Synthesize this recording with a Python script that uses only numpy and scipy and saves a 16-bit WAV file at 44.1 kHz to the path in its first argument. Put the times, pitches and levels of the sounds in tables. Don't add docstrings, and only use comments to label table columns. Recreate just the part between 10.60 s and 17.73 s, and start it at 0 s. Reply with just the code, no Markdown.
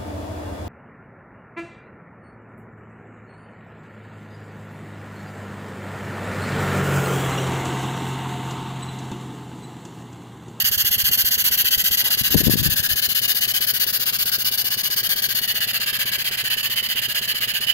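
import sys
import numpy as np
from scipy import signal
from scipy.fft import rfft, irfft
from scipy.io import wavfile

SR = 44100
rng = np.random.default_rng(int(sys.argv[2]) if len(sys.argv) > 2 else 0)


def persist_wave(psi):
    counts = np.round(np.clip(psi, -1, 1) * 32767).astype(np.int16)
    wavfile.write(sys.argv[1], SR, np.atleast_2d(counts).T)


def invert_db(level):
    return 10 ** (np.asarray(level, dtype=float) / 20)


N = 314433


def rms_one(x):
    return x / np.sqrt(np.mean(np.abs(x) ** 2) + 1e-20)


def in_time(rows):
    s, *columns = np.transpose(rows)
    return [np.interp(np.arange(N) / SR, s, column) for column in columns]


def at_hz(points, hz):
    known_hz, value = np.array(points)[:, :2].T
    return np.interp(np.log(hz), np.log(known_hz), value)


def per_facing(rows, hz):
    return np.array([at_hz(np.array(rows)[:, [0, k + 1]], hz) for k in range(3)])


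def drift(rate):
    r = np.exp(-80 * np.pi * rate / SR)
    slow = signal.lfilter([1], [1, -2 * r, r * r], rng.standard_normal(N // 40 + 2002))[2000:]
    return np.interp(np.arange(N) / 40, np.arange(len(slow)), rms_one(slow))


def late(x):
    return np.roll(x, 8)


def passes(turns, share):
    return np.flatnonzero(np.diff(np.floor(turns - share)))


def workshop():
    # frequency in Hz, noise level in dB per Hz.
    floor = [(15, -41), (25, -16), (54, -4.5), (120, 1), (222, -1), (300, -17), (363, -2), (432, -28.5),
             (566, -0.5), (1100, -10), (1430, -6.5), (2420, -120)]
    hz = np.maximum(np.arange(N // 2 + 1) * SR / N, 1)
    shape = invert_db(at_hz(floor, hz))
    mid, side = rms_one(irfft(rfft(rng.standard_normal((2, N))) * shape, N))
    hum_hz, hum_db = 119.8, -49.5
    hum = invert_db(hum_db + .6 * drift(3)) * np.sin(2 * np.pi * hum_hz * np.arange(N) / SR)
    return invert_db(-50) * (mid + 0.13 * side * [[1], [-1]]) + hum


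def slide():
    band = signal.butter(2, [380, 1200], "band", fs=SR, output="sos")
    rub = rms_one(signal.sosfilt(band, rng.standard_normal(N)))
    start_s, attack_s, hold_s, release_s = 1.37, 0.045, 0.091, 0.22
    corners = np.cumsum([start_s, attack_s, hold_s, release_s])
    push = np.interp(np.arange(N) / SR, corners, [0, 1, 1, 0]) ** 2
    return push * invert_db(-47 + 6.1 * drift(60)) * rub


def draught():
    t = np.arange(N) / SR
    gust_s, gust_peak_db, rise_db_per_s, fall_db_per_s = 1.81, -20.5, 65, 36
    sheltered_db, calm_db = -52, -64
    brushed_db, brush_ends_s, brush_fall_db_per_s = -47, 1.35, 70
    gust_db = gust_peak_db + np.minimum(rise_db_per_s * (t - gust_s), fall_db_per_s * (gust_s - t))
    left = np.maximum(gust_db, np.where(t < gust_s, sheltered_db, calm_db))
    right = np.maximum(brushed_db - brush_fall_db_per_s * np.maximum(t - brush_ends_s, 0), calm_db)
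    return np.array([left, right])


def wind(turns):
    # time in seconds, peak in dB, frequency in Hz.
    sweep_eddies = [(1.616, -15, 112), (1.694, -30, 106), (1.746, -3, 320), (1.754, 0, 233),
                    (1.761, -3, 169), (1.774, -17, 146), (1.807, -12, 230), (1.815, -12, 298),
                    (1.837, -11.5, 149), (1.871, -1.5, 209), (1.882, -2.5, 230), (1.897, -5, 282),
                    (1.906, -12, 127), (1.922, -22, 132.5), (1.939, -7, 182), (1.957, -9, 193),
                    (1.976, -17, 135), (2.0, -12, 111), (2.018, -11, 122), (2.031, -16, 146),
                    (2.063, -9, 141), (2.074, -15, 143), (2.088, -17, 88.7), (2.122, -23, 103),
                    (2.201, -18, 96), (2.316, -22, 80), (2.338, -23, 72), (1.758, -12, 61.4),
                    (1.877, -11, 60.4)]
    # share of the turn, time in seconds when these end, peak in dB, frequency in Hz.
    brush = [
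        (1, 1.4, -28.5, 71),
        (0.46, .55, -27, 80),
    ]
    eddies = [(s, peak_db, hz, 0) for s, peak_db, hz in sweep_eddies]
    for share, until, peak_db, hz in brush:
        at = passes(turns, share) / SR
        scatter = rng.standard_normal((80, 2))
        for s, (a, b) in zip(at, scatter):
            if s < until:
                eddies.append((s, peak_db + 2 * a, hz * invert_db(b), 1))

    puffs, span = np.zeros((2, N)), np.arange(-1500, 1500)
    for (s, peak_db, hz, port), phase in zip(eddies, rng.uniform(0, 2 * np.pi, (80, 2))):
        cycles = span * hz / SR
        push = np.exp(-(cycles / .6) ** 2) * np.sin(2 * np.pi * cycles + phase[0])
        core = np.exp(-(cycles / .45) ** 2) * np.sin(2.1 * 2 * np.pi * cycles + phase[1])
        puffs[port, round(s * SR) + span] += invert_db(peak_db) * (push + invert_db(-9.5) * core)
    puffs = signal.sosfilt(signal.butter(1, 30, "high", fs=SR, output="sos"), puffs)

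    band = signal.butter(2, [35, 190], "band", fs=SR, output="sos")
    lumps = invert_db(5.5 * np.array([drift(28), drift(25)]))
    rumble = rms_one(signal.sosfilt(band, lumps * rng.standard_normal((2, N))))
    air = puffs + invert_db(draught()) * rumble
    return .82 * np.tanh(air / .82)


def thuds(turns):
    # share of the turn, peak in dB, frequency in Hz, time in seconds to fade by 60 dB.
    knocks = [
        (0.356, -43.5, 124, 0.048),
        (0.442, -38, 195, 0.044),
        (0.489, -45.5, 360, 0.029),
        (0.893, -47, 122, 0.084),
        (0.964, -36.5, 210, 0.028),
        (0.983, -38.5, 370, 0.034),
        (0.029, -38.5, 167, 0.033),
        (0.969, -41.5, 500, 0.012),
    ]
    out = np.zeros(N)
    for share, peak_db, hz, t60 in knocks:
        at = passes(turns, share)
        clicks = np.full(N, 1e-18)
        clicks[at] = invert_db(peak_db + 1.5 + 1.2 * rng.standard_normal(80)[:len(at)])
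        r, w = invert_db(-60 / (t60 * SR)), 2 * np.pi * hz / SR
        out += signal.lfilter([0, np.sin(w)], [1, -2 * r * np.cos(w), r * r], clicks)
    soft = signal.butter(2, 1000, fs=SR, output="sos")
    return signal.sosfilt(soft, out)


def valve(turns):
    # valve opens and valve shuts as shares of the turn, peak flow in dB,
    # closing taper as a share of the turn.
    strokes = [
        (0.98, .368, 1.36, 0.048),
        (0.45, 0.881, 3, 0.07),
    ]
    snap_turn, settle_turn, drain_turn = 0.024, 0.078, 0.021
    leak_db = -32
    points = []
    for opens, shuts, peak_db, taper in strokes:
        peak_at = opens + 0.49 * ((shuts - opens) % 1)
        points += [(opens, leak_db), (opens + snap_turn, peak_db - 5.5), (opens + settle_turn, peak_db - 2),
                   (peak_at, peak_db), (shuts - taper, peak_db - 1.5),
                   (shuts, -11), (shuts + drain_turn, leak_db)]
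    return np.interp(turns, *np.transpose(points), period=1)


def nearby(jet, blend):
    # port (0 left, 1 right), delay in ms at each of the three
    # facings, level in dB.
    echoes = [(0, 0.2, 0.2, 0.18, -12), (1, 0.179, 0.21, 0.18, -11), (0, 0.63, 0.287, 0.324, -32),
              (0, 0.65, 0.83, 0.77, -13.5), (1, 0.575, 0.484, 0.465, -15.5), (1, 0.69, 0.73, 1.39, -25)]
    out = jet.copy()
    for port, *delay_ms, echo_db in echoes:
        then = np.arange(N) - delay_ms @ blend * SR / 1000
        out[round(port)] += invert_db(echo_db) * np.interp(then, np.arange(N), jet[round(port)])

    clutter_db, clutter_t60_s, hold = -7, .025, 11000
    t = np.arange(1400) / SR
    fading = invert_db(-60 * t / clutter_t60_s) * (t > .0007)
    window = np.sin(np.pi * np.arange(2 * hold) / (2 * hold))
    padded = np.pad(jet, [(0, 0), (hold, 2 * hold)])
    clutter = np.zeros((2, N + 4 * hold))
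    for i in range(0, N + hold, hold):
        pattern = fading * rng.standard_normal((2, len(t)))
        piece = padded[:, i:i + 2 * hold] * window
        clutter[:, i:i + 2 * hold + len(t) - 1] += signal.fftconvolve(piece, pattern, axes=1)
    return out + invert_db(clutter_db) * clutter[:, hold:hold + N] / np.sqrt(np.sum(fading ** 2))


def exhaust(turns):
    # time in seconds, facing (0 side on, 1 half turned, 2 flywheel on),
    # level in dB, left minus right in dB.
    turning = [
        (0, .01, -1.1, -0.8),
        (1.2, 0.053, 0, 1.8),
        (1.8, 0.44, 0.74, 1.3),
        (2.6, 0.53, -0.25, 5),
        (3.4, 1.07, -1.3, 6),
        (3.85, 1.14, -1.2, 5.5),
        (4.6, 1.21, -1.24, 6.5),
        (5.1, 1.735, 0.95, 5),
        (7.13, 1.836, -0.7, 3),
    ]
    # frequency in Hz, level in dB.
    room_tail = [(500, -0.5), (1500, -6.5), (3000, -7.5), (6000, -12), (12000, -16)]
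    # frequency in Hz, width in Hz,
    # then left dB and right dB for each of the three facings.
    jet_modes = [(783, 1140, -47.5, -64, -48, -42.5, -45, -56), (1260, 103, -68.5, -56.5, -52, -44.5, -54, -48),
                 (1671, 182, -37, -48, -36, -33, -35.5, -54.5), (1954, 266, -32, -37, -37, -37, -34.5, -31.5),
                 (2260, 210, -52, -38, -38.5, -34, -41.5, -34.5),
                 (2972, 285, -25.5, -22, -27.5, -25.5, -52, -16), (3555, 930, -28, -79, -31.5, -74, -36, -33.5),
                 (4444, 286, -27.5, -31, -30, -30, -31.5, -30.5),
                 (5020, 560, -30.5, -32.5, -68, -23.5, -37, -45),
                 (5680, 410, -48, -36, -40, -56, -62, -42.5),
                (6470, 960, -36.5, -28.5, -35.5, -29.5, -49.5, -70),
                (6840, 830, -34.5, -38, -40.5, -33, -46, -38.5),
                (7590, 1300, -33.5, -29, -39, -38, -40.5, -37),
                (9300, 1060, -36, -30.5, -42.5, -33.5, -49, -41.5),
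                (10480, 560, -36, -39, -38.5, -51, -39.5, -57),
                (12180, 780, -22, -21.5, -25, -23.5, -43, -38), (12770, 430, -26, -24, -26, -32, -34, -44),
                (13260, 1260, -39, -22, -24.5, -31, -31, -38), (15170, 3900, -23, -35, -27, -25, -39, -37)]
    # frequency in Hz, likeness from 0 to 1 for each of the three facings.
    likeness = [(750, .75, .8, .74), (2300, .8, .8, .72), (3000, .9, .9, .72), (4800, .84, .8, .76),
                (6200, .7, .72, .5), (10000, .68, .7, .5), (12000, .88, .88, .58), (15000, .74, .76, .5)]
    # frequency in Hz, phase in radians for each of the three facings.
    port_phase = [(1000, .2, -.1, .3), (1900, 1.0, .15, 1.4), (3000, -.1, -.2, -.8), (3600, .2, -.2, -2.0),
                  (4500, 2.3, 1.0, 2.0), (7000, .8, -.5, .1), (9300, .45, -1.5, -1.5),
                  (13000, .6, -1.35, -.7)]
    facing, level_db, pan_db = in_time(turning)
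    blend = np.array([np.interp(facing, range(3), one) for one in np.eye(3)])

    stroke = (2 * turns + .15).astype(int)
    stroke_db = .3 * rng.standard_normal(200)[stroke]
    flutter_db = .7 * drift(70)
    flow = invert_db(valve(turns) + stroke_db + flutter_db) ** 2
    room_t60_s = 0.19
    fade = invert_db(-120 / (room_t60_s * SR))
    tail = signal.lfilter([1 - fade], [1, -fade], flow, zi=[.6])[0]

    white, out = rng.standard_normal((2, 2, N)), np.zeros((2, N))
    for k, (hz, width_hz, *beam_db) in enumerate(jet_modes):
        pole = np.exp((2j * hz - 1.55 * width_hz) * np.pi / SR)
        ringing = signal.lfilter([1], [1, -2 * pole, pole ** 2], white[k % 2])
        jet, other = np.sqrt(2) * rms_one(ringing)
        alike = np.clip(1.065 * per_facing(likeness, hz), 0, 1)
        turned = alike * np.exp(1j * per_facing(port_phase, hz))
        shared = turned @ blend * late(jet)
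        right = shared.real + np.sqrt(1 - alike ** 2) @ blend * other.real
        gate = np.sqrt(flow + invert_db(at_hz(room_tail, hz)) ** 2 * tail)
        gate *= invert_db(0.98 * rng.standard_normal(200))[stroke]
        beam = invert_db(np.reshape(beam_db, (3, 2)).T) @ blend
        out += beam * gate * [jet.real, right]
    return nearby(out, blend) * invert_db(level_db - 1.83 + np.array([pan_db, -pan_db]) / 2)


def scene():
    # time in seconds, speed in turns per second.
    speed = [(0, 7.5207), (1, 7.5206), (2.4, 7.7092), (3.4, 7.7022), (5.5, 7.8324), (7.13, 7.631)]
    turns = .1451 + np.cumsum(in_time(speed)[0]) / SR
    knock = thuds(turns) + slide()
    return exhaust(turns) + np.array([knock, late(knock)]) + wind(turns) + workshop()


def top_cut(x):
    return signal.sosfilt(signal.butter(12, 17100, fs=SR, output="sos"), x)


def record(dry):
    top = signal.ellip(12, .5, 65, 15750, fs=SR, output="sos")
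    mix = signal.sosfilt(top, dry)
    return top_cut(mix)


dry = scene()
out = record(dry)
persist_wave(out)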